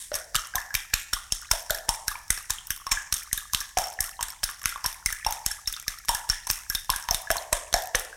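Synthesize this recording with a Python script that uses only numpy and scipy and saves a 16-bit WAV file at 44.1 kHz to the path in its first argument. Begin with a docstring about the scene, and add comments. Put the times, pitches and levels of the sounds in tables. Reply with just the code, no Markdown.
"""Sharp clinks of a fork on a glass bowl, about five strokes a second, in a hard-walled kitchen.
Clinks are noisy tine contacts filtered by a crack and glass rings; plops are damped rising sines in egg.
Plops excite the lowest rings; small bubbles and grazes fill in; sparse noise tails ring the room on.
The single microphone bends under the loud clinks, which adds a low thump after each."""
import sys
import numpy as np
from scipy import signal
from scipy.fft import rfft, irfft
from scipy.io import wavfile

SR = 44100
rng = np.random.default_rng(int(sys.argv[2]) if len(sys.argv) > 2 else 0)


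def persist_wave(psi):
    """Save psi, clipped to +-1, as 16-bit WAV."""
    counts = np.round(np.clip(psi, -1, 1) * 32767).astype(np.int16)
    wavfile.write(sys.argv[1], SR, np.atleast_2d(counts).T)


N = 359856  # samples
LEAD_S = 0.015  # longest graze before a clink


def gain_of(db):
    """Decibels to an amplitude factor."""
    return 10 ** (np.asarray(db) / 20)


def read(points, hz, order=1):
    """One table column, interpolated along log frequency."""
    columns = np.transpose(points)
    return np.interp(np.log(hz + 1), np.log(columns[0] + 1), columns[order])


def add(mix, s, sound):
    """Mixes a sound in at time s, cut at the end of the mix."""
    part = mix[round(s * SR):][:len(sound)]
    part += sound[:len(part)]


def causal(db):
    """Minimum-phase pulse for a gain given on an rfft grid."""
    mirrored_db = np.concatenate([db, db[-2:0:-1]])
    log_gain = np.log(gain_of(mirrored_db))
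    spectrum = np.exp(np.conj(signal.hilbert(log_gain)))
    return np.fft.ifft(spectrum).real[:len(db) // 2]


# still-room noise spectrum: f/Hz, relative level/dB
AIR_SPECTRUM = [(20, -2), (60, -1), (300, -25.5), (1500, -46), (6000, -15), (16000, -30)]


def still_air(rms_db=-56):
    """Faint steady room noise: Gaussian noise shaped in frequency."""
    hz = np.fft.rfftfreq(N, 1 / SR)
    spectrum = rfft(rng.standard_normal(N)) * gain_of(read(AIR_SPECTRUM, hz))
    noise = irfft(spectrum, N)
    return gain_of(rms_db) * noise / noise.std()


# room tail: f/Hz, t60/s, level/dB
KITCHEN_BANDS = [(830, 0.79, -0.5), (1270, 0.46, -2), (1870, 0.6, 3.5), (2700, 0.53, -1.5), (3240, 0.4, 7),
                 (4600, 0.42, -3.5), (5240, 0.58, -4.5), (9300, .48, 1), (14500, 0.38, -3)]


def kitchen(x, gap_ms=0.76, half_turns_per_s=1.3, bass_cut_hz=845.0):
    """Three sparse tails, each band dying at its own speed, fed in turn as the bowl and hand shift."""
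    # one random-sign echo per 20 samples
    taps = np.zeros((3, SR))
    at = np.arange(0, SR - 20, 20) + rng.integers(0, 20, (3, (SR - 1) // 20))
    np.put_along_axis(taps, at, rng.choice([-1., 1.], at.shape), 1)

    hz, t, bands = signal.stft(taps, SR, nperseg=256)
    level_db = read(KITCHEN_BANDS, hz, order=2)[:, None]
    decay_db = 60 * t / read(KITCHEN_BANDS, hz)[:, None]
    tails = signal.istft(bands * gain_of(level_db - decay_db), SR, nperseg=256)[1]

    # echoes arrive in clumps
    clumps = rng.lognormal(0, 0.38, (3, len(t))).repeat(128, axis=1)
    tails = tails * clumps[:, :tails.shape[1]]
    ms = np.arange(tails.shape[1]) * 1e3 / SR
    tails *= 1 - np.exp(-(ms / gap_ms) ** 2)

    half_turns = np.arange(N) * half_turns_per_s / SR + np.arange(3)[:, None] / 3
    share = np.cos(np.pi * half_turns) * np.sqrt(2 / 3)
    wet = signal.fftconvolve(x * share, tails / np.linalg.norm(tails[0]), axes=1)[:, :N].sum(0)
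    return signal.sosfilt(signal.butter(2, bass_cut_hz, "high", fs=SR, output="sos"), wet)


# bare contact: f/Hz, level/dB
CONTACT = [(300, -36.5), (1500, -4), (2800, -8.5), (4500, -4.5), (5300, -1.5), (11500, -2.5), (12800, -7.5),
           (15500, -48.5)]
# fork and bowl, damped by hand and egg: nominal f/Hz, nominal width/Hz
RINGS = [(1700, 120), (2760, 110), (3660, 80), (5520, 110), (6240, 300), (7400, 200), (8480, 180),
         (10330, 230), (11780, 170), (13830, 200), (15500, 200)]
# one per ring: nominal level/dB
RING_LEVELS = [-0.5, -9, -2, 12.5, 7, -2.5, 4, 1.5, 1.5, 4.5, -5.5]


def clink(db, chatter_ms, tilt_db_per_oct, spread_db=5.5, shift=0.0096, wider=2.3,
          touches_per_ms=11.0, rise=0.41, uneven=0.34, lead_db=-34.5, lead_ms=5.2):
    """Tine contacts crack and ring the modes: returns the sound straight ahead and that to the walls."""
    hz = np.fft.rfftfreq(4096, 1 / SR)
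    chances = rng.uniform(-1.7, 1, (len(RING_LEVELS), 2))
    # uneven colour from clink to clink, 3.5 dB std at the knots
    colour_db = 3.5 * np.interp(hz, np.geomspace(800, 16000, 12), rng.standard_normal(12))
    colour_db += tilt_db_per_oct * np.clip(np.log2((hz + 1) / 7000), -2, 1)

    def body(blur, ring_spread_db):
        """Crack plus resonances; egg and grip shift each ring a little from blow to blow."""
        power = gain_of(2 * read(CONTACT, hz))
        for (f, width), level_db, (a, b) in zip(RINGS, RING_LEVELS, chances):
            detune = 2 * (hz - f * (1 + shift * b)) / width / blur
            power += gain_of(2 * (level_db + ring_spread_db * a)) / blur / (1 + detune ** 2)
        return causal(10 * np.log10(power) + colour_db)

    weight, heft = rng.standard_normal((2, 1400))
    chance = rng.random(1400)
    ms = (np.arange(1400) / SR - LEAD_S) * 1e3
    u = np.maximum(ms / chatter_ms, 0)
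    # faint graze as the tines close in, then uneven contacts that die away
    force = np.tanh(u / rise) * np.exp(-2 * u)
    force += gain_of(lead_db) * np.exp(-abs(ms) / lead_ms)
    force *= np.exp(uneven * heft) * (chance < touches_per_ms * 1e3 / SR)

    ahead = signal.fftconvolve(weight * force, body(0.66, spread_db))
    # over all directions only the body's colour remains, its rings smeared and evened
    around = body(wider, spread_db / 2)
    size = gain_of(db) * np.sqrt(chatter_ms * SR / 1e3)
    return size * ahead / np.linalg.norm(ahead), size * around / np.linalg.norm(around)


# tines meet the glass: t/s, level/dB, chatter/ms, treble lean/(dB/octave)
STROKES = [(0.117, -29, 1.1, -8.5), (0.142, -12, 0.29, -2.5), (0.149, -27.5, 15, 0.5),
           (0.3458, -23.5, 2.2, -5.5), (0.3536, -17.5, 3.5, -2.5), (0.3615, -16, 1.9, -2.5),
           (0.5547, -18.5, 3.5, -1), (0.7414, -22, 2.2, -2.5), (0.7495, -19, 5.2, -1),
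           (0.9353, -19, 2.2, -11), (0.939, -13, 2.34, -1), (1.132, -18.5, 5.7, -2.5),
           (1.3218, -14.5, 2.7, 0), (1.416, -34, 1.1, 8), (1.512, -13, 5.1, -1), (1.6965, -29, 1.8, -5),
           (1.705, -18.5, 4.2, 0), (1.746, -27, 4.4, 4), (1.8858, -28, 1.5, -18), (1.8907, -11.5, 1.75, 1),
           (1.94, -27, 0.82, -1), (2.081, -12, 0.89, 1.5), (2.304, -13.5, 3.75, 0.5),
           (2.375, -30.0, 4.1, -5), (2.4979, -25.5, 1.5, -2.5), (2.504, -16.5, 2.9, -1),
           (2.67, -30.5, 1.55, 9.5), (2.7048, -19, 3.4, 1.5), (2.8675, -19.5, 0.45, -4),
           (2.9133, -19.5, 13, -3), (2.9221, -20.5, 3.2, -3.5), (3.1244, -17.5, 4.8, 0),
           (3.14, -20, 3.7, 3), (3.1668, -19.5, 0.26, 1), (3.3289, -15, 2.7, 2), (3.3763, -20.5, 1.3, 2),
           (3.534, -15, 1.06, 2.0), (3.5473, -12.5, 1.65, -0.5), (3.6037, -27, 5.4, -1),
           (3.772, -17.5, 0.95, -5), (3.7753, -20, 1.8, -3), (3.7853, -18, 2.9, -0.5),
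           (3.8178, -23.5, 0.7, 1), (3.8389, -26, 4.4, -1.5), (4.005, -16.5, 3.8, 1.5),
           (4.041, -21, 0.65, 0), (4.2092, -23.5, 1.5, -4), (4.2264, -21.5, 5.1, 1), (4.284, -29, 1.5, -2),
           (4.432, -24, 4.3, -5.5), (4.437, -20, 7.4, 2.5), (4.49, -24.5, 0.8, -6), (4.616, -34, 0.8, -5),
           (4.64, -29.5, 1.2, -11), (4.6569, -12.5, 1.86, -2), (4.6921, -25.5, 1.1, -1.5),
           (4.8429, -14, 0.31, -3.0), (4.854, -21.5, 1.1, -16), (4.8599, -18.5, 4.6, -0.5),
           (5.0603, -11.5, 1.3, 2), (5.1033, -26, 0.89, -7), (5.125, -24.5, 3.5, 4),
           (5.2483, -23.5, 1.3, -7), (5.2642, -20, 4.4, 0), (5.3082, -23.5, 1.0, 1), (5.324, -23, 2.4, 0.5),
           (5.4627, -11.5, 1.15, 1.5), (5.5131, -24.5, 3.9, 2.5), (5.6734, -20, 5.2, -0.5),
           (5.7262, -25.5, 2.3, 2), (5.7648, -30, 1.5, -5), (5.881, -9.5, 0.41, 0),
           (6.085, -17, 0.85, -2.5), (6.0912, -11.5, 1.43, 3), (6.147, -23, 5.7, 0),
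           (6.2916, -20.5, 0.85, -4), (6.299, -7, 0.82, -1), (6.469, -26.5, 2.7, 1),
           (6.501, -7.5, 0.48, -0.0), (6.511, -14.5, 1.1, 3), (6.532, -23, 0.71, -2),
           (6.6994, -15, 1.1, 3.5), (6.7487, -21.5, 6.1, -0.5), (6.9016, -10, 1.03, -0.5),
           (6.961, -22, 2.2, 2.5), (7.0873, -19, 0.96, -7), (7.1095, -10, 1.1, -1),
           (7.1448, -20, 3.9, -0.5), (7.3032, -15, 2.2, -4), (7.3142, -14, 1, 0), (7.3681, -19.5, 1.1, 0.5),
           (7.5279, -13.5, 3.3, -3.5), (7.728, -20, 0.99, -7), (7.74, -10, 1.7, -2.5),
           (7.9484, -14, 1.7, -11.5), (7.9519, -18.5, 5.4, -1), (7.996, -22, 0.82, 7.5)]


def strokes(near, walls):
    """Fork blows: chatter goes ahead, its smeared colour goes to the walls."""
    for s, *row in STROKES:
        ahead, around = clink(*row)
        add(near, s - LEAD_S, ahead)
        add(walls, s, gain_of(-7.5) * around)
    # the stroke before still hangs in the room
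    add(walls, 0, clink(-25.5, 2.0, 0)[1])


def plop(db, hz, t60_ms, rise_ms=0.57, climb=0.026):
    """A bubble rings briefly and climbs in pitch as it nears the surface."""
    t = np.arange(round(t60_ms * SR / 1e3) + 50) / SR
    u = t * 1e3 / t60_ms
    shape = (1 - np.exp(-t * 1e3 / rise_ms)) * gain_of(db - 60 * u)
    return -shape * np.sin(2 * np.pi * hz * t * (1 + climb * u))


# air pockets and slaps in the egg: t/s, level/dB, f/Hz
POCKETS = [(0.117, -23, 582), (.164, -32, 1730), (.21, -32, 1470), (0.348, -16, 1280), (0.386, -23, 1270),
           (0.437, -32, 1320), (0.354, -11, 2950), (0.538, -24, 1560), (.549, -26, 750),
           (0.5645, -20.5, 1025), (0.5816, -17.5, 1736), (.706, -26, 1644), (0.7492, -15, 4360),
           (0.7513, -11.5, 2330), (0.9379, -10.5, 2430), (1.1299, -20.5, 1404), (1.166, -24.5, 1150),
           (1.3054, -39, 2680), (1.4225, -32, 1430), (1.5112, -20, 976), (1.534, -25, 650),
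           (1.6994, -16.5, 1470), (1.706, -20, 630), (1.749, -25, 1690), (1.8896, -15.5, 892),
           (2.0827, -20, 1626), (2.115, -23, 1186), (2.154, -27.5, 970), (2.155, -24.5, 2306),
           (2.3028, -14.5, 1980), (2.5006, -25.5, 1003), (2.5847, -21.5, 3140), (2.867, -21, 1073),
           (2.9175, -14, 2300), (2.9227, -20, 1050), (2.972, -18.5, 1654), (3.3137, -27, 1940),
           (3.3782, -26, 1680), (3.3782, -18.5, 3620), (3.424, -36, 1180), (3.4979, -36.5, 1680),
           (3.5352, -21.5, 1084), (3.612, -26, 1680), (3.771, -12, 738), (3.989, -18, 1840),
           (4.192, -22.5, 970), (4.2094, -24.5, 993), (4.492, -28, 1136), (4.658, -21.5, 2020),
           (4.724, -24.5, 1360), (4.759, -21, 1100), (4.8446, -20, 977), (5.062, -12.5, 2110),
           (5.0896, -21, 1940), (5.1266, -20.5, 1700), (5.2278, -29, 1880), (5.247, -21.5, 3350),
           (5.264, -13, 852), (5.509, -26, 1640), (5.6584, -29, 3730), (5.739, -18.5, 3530),
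           (6.087, -22, 1780), (6.094, -12, 922), (6.152, -24, 1700), (6.3, -26.5, 1550),
           (6.3318, -24.5, 1730), (6.47, -27, 945), (6.5007, -18, 2490), (6.703, -22, 1606),
           (6.754, -12.5, 3590), (6.8943, -13.5, 1016), (6.9364, -19.5, 1570), (7.0876, -18, 956),
           (7.113, -22, 697), (7.146, -15, 3700), (7.272, -26.5, 1655), (7.305, -15, 654),
           (7.3564, -19, 997), (7.382, -14, 4200), (7.526, -19, 620), (7.5261, -18.5, 970),
           (7.7428, -11.5, 705), (7.9473, -13, 1820), (7.947, -22.5, 515), (8.128, -29.5, 1560)]


def pockets(egg, walls, t60_at_1khz_ms=31.6, quickens=0.88, wall_t60_ratio=0.41):
    """Air pockets plop in the egg; smaller, higher ones die sooner."""
    for s, db, hz in POCKETS:
        t60_ms = t60_at_1khz_ms * (1e3 / hz) ** quickens
        sound = plop(db, hz, t60_ms)
        # the slap that opens the pocket
        add(sound, 0, plop(db - 12.0, 3.17 * hz, 0.47 * t60_ms, 0.5))
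        add(egg, s, sound)
        # the bowl beams high plops upward: less of them reaches the walls, shorter and broader
        wall_gain = gain_of(1.0 - 5.75 * np.log2(hz / 800))
        add(walls, s, wall_gain * plop(db + 4.5, hz, t60_ms * wall_t60_ratio, climb=0.036))


def bowl(egg, db=-1.0):
    """Plops close in pitch to the three lowest rings set the glass going."""
    rings = [signal.lfilter(*signal.iirpeak(f, f / width, SR), egg) for f, width in RINGS[:3]]
    return gain_of(db) * sum(rings)


def slosh(tries_per_s=900, db=-40.0, spread_db=4.0, lag_s=0.036,
          graze_db=-39.5, graze_tries_per_s=190, most=3.):
    """Small bubbles ring and tines graze the glass lightly, most often just after the firm strokes."""
    stir = np.zeros(N)
    for s, level_db, *_ in STROKES:
        add(stir, s, gain_of(level_db * .5) * np.exp(-np.arange(9000) / SR / lag_s))
    stir = stir / stir.mean() / most  # chance that a try sounds
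    out = np.zeros(N)

    for place, u, size, cycles, chance in rng.random((round(tries_per_s * N / SR), 5)):
        hz = 1100 * 4.89 ** u
        if chance < stir[int(place * N)]:
            t60_ms = (5200.0 + 33400.0 * cycles) / hz
            add(out, place * N / SR, plop(db - spread_db * np.log(size + 0.21), hz, t60_ms))

    grazes = []
    for length, lean in rng.random((40, 2)):
        ahead, _ = clink(graze_db, .5 + 2.1 * length, 9.8 * (lean - .5))
        grazes.append(ahead[round(LEAD_S * SR):])
    for place, pick, size, chance in rng.random((round(graze_tries_per_s * N / SR), 4)):
        if chance < stir[int(place * N)]:
            graze = grazes[int(pick * len(grazes))]
            add(out, place * N / SR, gain_of(-3.5 * np.log(size + 0.056)) * graze)
    return out


def scene():
    """Fork, egg and room, heard from one point."""
    near, egg = slosh(), np.zeros(N)
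    walls = gain_of(-17.5) * near
    strokes(near, walls)
    pockets(egg, walls)
    glass = bowl(egg)
    room = kitchen(walls + gain_of(-6.5) * glass)
    mono = near + egg + glass + room + still_air()
    return np.array([mono, mono])


def record(dry, bend=2.63, smooth_hz=81.0, low_hz=27.6, damping=0.24, edge_hz=16800):
    """A lopsided response rectifies peaks; the bass roll-off swings back after them; then the band limit."""
    rectified = dry * np.tanh(dry * 7.9) / 4.72
    slow = signal.sosfilt(signal.butter(1, smooth_hz, fs=SR, output="sos"), rectified)
    w = 2 * np.pi * low_hz
    b, a = signal.bilinear([1, 0, 0], [1, 2 * damping * w, w ** 2], SR)
    out = np.clip(signal.lfilter(b, a, dry - bend * slow), -1, 1)
    band_limit = signal.firwin(511, edge_hz, window=("kaiser", 9), fs=SR)
    return signal.oaconvolve(out, band_limit[None], "same")


dry = scene()
out = record(dry)
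persist_wave(out)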